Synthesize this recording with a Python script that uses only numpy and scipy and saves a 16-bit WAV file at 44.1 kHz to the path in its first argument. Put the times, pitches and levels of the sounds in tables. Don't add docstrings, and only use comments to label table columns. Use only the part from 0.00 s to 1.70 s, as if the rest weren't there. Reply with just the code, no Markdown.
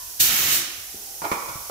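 import sys
import numpy as np
from scipy import signal
from scipy.fft import rfft, irfft
from scipy.io import wavfile
from scipy.ndimage import uniform_filter1d

SR = 44100
rng = np.random.default_rng(int(sys.argv[2]) if len(sys.argv) > 2 else 0)


def inscribe(sig):
    pcm = np.round(np.clip(np.atleast_2d(sig).T, -1, 1) * 32767)
    wavfile.write(sys.argv[1], SR, pcm.astype(np.int16))


N = 74970
T = np.arange(N) / SR
CUTOFF_HZ = 15650


def from_db(db):
    return 10 ** (np.asarray(db) / 20)


def rms_one(x):
    return x / np.sqrt(np.mean(x ** 2) + 1e-20)


def at_hz(points, hz):
    f, value = np.transpose(points)
    return np.interp(np.log(hz + 1e-3), np.log(f), value)


def pan(db):
    g = from_db(np.array([[.5], [-.5]]) * db)
    return g / np.sqrt(np.mean(g ** 2, axis=0))


# f/Hz, correlation
LIKENESS = [(40, 0.78), (140, 1), (350, 0.88), (700, 0.89), (1250, -0.63), (2500, 0.095), (15000, 0.021)]


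def stereo(mid, side, hz):
    alike = np.clip(at_hz(LIKENESS, hz), -1, 1)
    return np.sqrt(1 + alike) * mid + np.sqrt(1 - alike) * side * [[1], [-1]]


def noise(spectrum, balance=None, tilt_db_per_octave=0):
    hz = np.arange(1, N // 2 + 2) * SR / N
    mid, side = rfft(rng.standard_normal((2, N)))
    low_edge = 1 / np.hypot(1, (spectrum[0][0] / 2 / hz) ** 2)
    high_edge = 1 / np.hypot(1, (hz / 2 / spectrum[-1][0]) ** 2)
    colour = from_db(at_hz(spectrum, hz) + tilt_db_per_octave * np.log2(hz))
    gain = (hz < CUTOFF_HZ) * low_edge * high_edge * colour
    sides = pan(at_hz(balance, hz) if balance else 0)
    return rms_one(irfft(stereo(mid, side, hz) * gain * sides, N))


def flutter(rate_hz):
    return np.interp(T * rate_hz, np.arange(1000), rng.standard_normal(1000))


def valve(on_s, off_s, attack_s, release_s):
    opening = np.clip((T - on_s) / attack_s, 0, 1)
    closing = np.clip(1 - (T - off_s) / release_s, 0, 1)
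    return opening * closing


def blow(start_s, rise_s, decay_s):
    return np.clip((T - start_s) / rise_s, 0, 1) * np.exp(-np.maximum(T - start_s - rise_s, 0) / decay_s)


MIC_SPREAD_S = 0.00077


def ring(hz, t60_s):
    arrival_s = T + MIC_SPREAD_S * rng.random((2, 1))
    return from_db(-60 * T / t60_s) * np.sin(2 * np.pi * (hz * arrival_s + rng.random()))


def ringing(x, modes, db):
    response = sum(from_db(mode_db) / np.sqrt(t60_s) * ring(hz, t60_s) for hz, mode_db, t60_s in modes)
    rung = signal.fftconvolve(x, response, axes=1)[:, :N]
    return from_db(db) * np.std(x) * rms_one(rung)


# f/Hz, density/dB per Hz
LEAK_SPECTRUM = [(880, -27), (1500, -10.5), (1700, -16), (2110, -12), (2240, -19), (2540, -9.5),
                 (2700, -13.5), (3180, -9), (3280, -11.5), (3800, -10.5), (4440, -7.5), (5780, -0.5),
                 (8460, -5.5), (11900, -1), (15500, -3.5)]
# f/Hz, left minus right/dB
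LEAK_BALANCE = [(2000, -14.5), (4000, -3), (6300, -4), (7600, 1), (8700, -2), (10000, -2.5), (11700, -8),
                (13300, -0.5), (15000, -2.5)]
# f/Hz, density/dB per Hz
SHOP_SPECTRUM = [(22, -6), (50, -0.5), (90, -1), (180, -16.5), (380, -13.5), (550, -13.5), (750, -7.5),
                 (1200, -11.5), (2000, -19.5), (4000, -13)]
# f/Hz, level/dB
STEEL_MODES = [(947, -54), (968, -49.5), (994, -52), (1016, -53.5), (1036, -50.5), (1114, -48), (1400, -62),
               (1755, -56)]
LEAK_DB, SHOP_DB, STEEL_T60_S = -36, -50, 0.68


def background():
    leak = from_db(LEAK_DB) * noise(LEAK_SPECTRUM, LEAK_BALANCE)
    shop = from_db(SHOP_DB) * noise(SHOP_SPECTRUM)
    steel = sum(from_db(db) * ring(hz, STEEL_T60_S) for hz, db in STEEL_MODES)
    return leak + shop + steel


# f/Hz, density/dB per Hz
AIR_SPECTRUM = [(300, -51), (700, -17), (1100, -23), (1600, -5), (2100, -7), (2900, -1.5), (3800, -1.5),
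                (5000, -1), (5900, 2), (7000, -0.5), (8000, -1.5), (10100, -4.5), (11500, 2), (12300, -2),
                (12900, 4), (13500, 2.5), (14500, 4), (15300, 0)]
# f/Hz, density/dB per Hz
PAINT_SPECTRUM = [(300, -9), (600, -11.5), (950, -10), (1250, -2.5), (2000, 0.5), (3050, 2.5), (3450, -2),
                  (3800, 0.5), (4400, -3.5), (5500, -0.5), (6600, 2), (8000, -4.5), (10000, -7),
                  (11400, 0.5), (13000, -0.5), (14200, 0), (15100, 1)]
# f/Hz, density/dB per Hz
RUMBLE_SPECTRUM = [(22, -11), (45, -1), (70, 6), (95, 0), (128, 10), (165, -3), (230, -2), (340, 0),
                   (480, -12), (900, -7)]
# f/Hz, left minus right/dB
JET_BALANCE = [(100, -8), (300, 2), (600, -3.5), (1200, -5), (1700, -8), (3400, -3.5), (5000, -4.5),
               (6300, -5), (7400, 0), (8800, -6.5), (10000, -1), (11700, -6), (13000, 0), (15000, 0)]
AIR_DB, PAINT_DB, RUMBLE_DB = -18, -22, -39.5
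AIR_ON_S, AIR_OFF_S, AIR_ATTACK_S, AIR_RELEASE_S = 0.191, 0.55, 0.011, 0.06
PAINT_ON_S, PAINT_OFF_S, PAINT_ATTACK_S, PAINT_RELEASE_S = 0.229, 0.489, 0.048, 0.085
RUMBLE_OFF_S, RUMBLE_RELEASE_S = 0.54, 0.12
SURGE_DB, SURGE_RISE_S, SURGE_DECAY_S = 6.5, 0.018, 0.0098
FLUTTER_DB, FLUTTER_HZ = 0.8, 127


def spray_gun():
    air = valve(AIR_ON_S, AIR_OFF_S, AIR_ATTACK_S, AIR_RELEASE_S) ** 2
    paint = valve(PAINT_ON_S, PAINT_OFF_S, PAINT_ATTACK_S, PAINT_RELEASE_S)
    surge_db = SURGE_DB * blow(AIR_ON_S, SURGE_RISE_S, SURGE_DECAY_S)
    pressure = from_db(surge_db + FLUTTER_DB * flutter(FLUTTER_HZ))
    air_jet = np.sqrt(1 - paint) * from_db(AIR_DB) * noise(AIR_SPECTRUM, JET_BALANCE)
    paint_jet = np.sqrt(paint) * from_db(PAINT_DB) * noise(PAINT_SPECTRUM, JET_BALANCE)
    buffeting = valve(AIR_ON_S, RUMBLE_OFF_S, AIR_ATTACK_S, RUMBLE_RELEASE_S)
    rumble = from_db(RUMBLE_DB) * buffeting * noise(RUMBLE_SPECTRUM)
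    return air * pressure * (air_jet + paint_jet) + rumble


# f/Hz, level/dB, t60/s
SINGING_MODES = [(1240, 7, 0.27), (1520, 6, 1), (1617, 0, 0.88), (2530, -18, 0.31), (3085, -8, 0.19),
                 (3860, 12.5, 0.12), (4397, 21.5, 0.14), (5980, -17, 0.14), (6570, -14, .16)]
SINGING_DB = -15


def singing_steel(gun):
    return ringing(gun, SINGING_MODES, SINGING_DB)


# f/Hz, t60/s
ROOM_T60 = [(100, 0.15), (500, 1), (1500, 0.97), (3000, 0.98), (6000, 0.67), (10000, 0.35), (15000, 0.21)]
ROOM_GAP_S = 0.0056


def room(x):
    edges_hz = np.geomspace(60, 17000, 13)
    white = rng.standard_normal((2, 2, N))
    tail = 0
    for k, (low, high) in enumerate(zip(edges_hz, edges_hz[1:])):
        hz = np.sqrt(low * high)
        band = signal.butter(2, [low, high], "band", fs=SR, output="sos")
        mid, side = signal.sosfilt(band, white[k % 2])
        fade = (T > ROOM_GAP_S) * from_db(-60 * T / at_hz(ROOM_T60, hz))
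        tail = tail + stereo(mid, side, hz) * fade / np.sqrt(2 * np.sum(fade ** 2))
    return signal.fftconvolve(x, tail, axes=1)[:, :N]


# t/s, level/dB, decay time constant/s, lower edge f/Hz, top edge f/Hz
THUDS = [(0.196, -38, 0.031, 35, 90), (0.778, -47.5, 0.013, 100, 300), (0.942, -41.5, 0.0087, 80, 450),
         (1.219, -46, .02, 100, 149), (1.314, -39, 0.021, 70, 138), (1.315, -30.5, 0.015, 277, 335),
         (1.484, -42, 0.026, 39.8, 161), (1.554, -39, 0.016, 57, 121.5)]
THUD_RISE_S = 0.003


def thuds():
    total = 0
    for start_s, db, decay_s, low_hz, high_hz in THUDS:
        band = [(low_hz / 2, -22), (low_hz, 0), (high_hz, 0), (2 * high_hz, -22)]
        total = total + from_db(db) * blow(start_s, THUD_RISE_S, decay_s) * noise(band)
    return total


# f/Hz, density/dB per Hz
DRAG_SPECTRUM = [(150, -21), (400, -9), (600, -11), (800, 0.5), (1100, -37), (2000, -36.5)]
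# t/s, level/dB, rise/s, decay time constant/s, brightness/dB per octave
KNOCKS = [(1.217, -31.5, .001, 0.022, -2), (1.235, -24.5, .018, .014, -1), (1.315, -23.5, 0.00091, .028, 1),
          (1.405, -42.5, 0.018, 0.03, -3), (1.484, -35.5, 0.0058, 0.024, 2.5),
          (1.696, -31.5, 0.0025, 0.014, -1.5)]
# f/Hz, density/dB per Hz
BODY_SPECTRUM = [(60, -28), (115, -12.5), (200, -22), (300, -8.5), (460, -3), (700, -2), (900, 2),
                 (1400, 1), (1580, -10.5), (2000, -9), (2200, -4.5), (2480, -8.5), (2800, -18),
                 (3600, -16.5), (6000, -20.5), (12000, -28)]
# f/Hz, level/dB, t60/s
BODY_MODES = [(299, 2.5, .1), (688, -3.5, 0.18), (796, 4.5, 0.11), (915, -5, 0.2), (972, 0.5, 0.033),
              (1173, 2.5, 0.084), (1262, -3, 0.37), (1342, -4, 0.19), (1406, 3.5, 0.15), (2277, -1, 0.077),
              (2450, 5, 0.062)]
DRAG_ON_S, DRAG_OFF_S, DRAG_FADE_S, DRAG_DB = 0.71, 1.11, 0.43, -54
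CRACK_DB, CRACK_DECAY_S = -4, 0.004
RING_DB, KNOCK_PAN_DB = -3, -3


def knocks():
    clatter = 0
    for start_s, db, rise_s, decay_s, tilt in KNOCKS:
        crack = from_db(CRACK_DB) * blow(start_s, rise_s, CRACK_DECAY_S) * np.minimum(CRACK_DECAY_S / rise_s, 1)
        force = blow(start_s, rise_s, decay_s) + crack
        clatter = clatter + from_db(db) * force * noise(BODY_SPECTRUM, tilt_db_per_octave=tilt)
    dragging = valve(DRAG_ON_S, DRAG_OFF_S, DRAG_FADE_S, DRAG_FADE_S)
    drag = from_db(DRAG_DB) * dragging * noise(DRAG_SPECTRUM)
    return (clatter + ringing(clatter, BODY_MODES, RING_DB) + drag) * pan(KNOCK_PAN_DB)


JET_ROOM_DB, KNOCK_ROOM_DB, ROOM_LOW_HZ = 1.5, -1.5, 247


def scene():
    gun = spray_gun()
    handling = thuds() + knocks()
    send = from_db(JET_ROOM_DB) * gun + from_db(KNOCK_ROOM_DB) * handling
    send = signal.sosfilt(signal.butter(2, ROOM_LOW_HZ, "high", fs=SR, output="sos"), send)
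    return background() + gun + singing_steel(gun) + handling + room(send)


AGC_THRESHOLD_DB, AGC_SHARE, AGC_ATTACK_S, AGC_RELEASE_DB_PER_S = -22, 0.21, 0.045, 2


def record(dry):
    power = uniform_filter1d(np.mean(dry ** 2, axis=0), size=512)
    level_db = 10 * np.log10(power + 1e-12)
    cut_db = AGC_SHARE * np.maximum(level_db - AGC_THRESHOLD_DB, 0)
    release_db = AGC_RELEASE_DB_PER_S * T
    held_db = np.maximum.accumulate(cut_db + release_db) - release_db
    r = np.exp(-1 / (AGC_ATTACK_S * SR))
    ducked = dry * from_db(-signal.lfilter([1 - r], [1, -r], held_db))
    return signal.sosfilt(signal.ellip(12, .1, 80, CUTOFF_HZ, fs=SR, output="sos"), ducked)


dry = scene()
out = record(dry)
inscribe(out)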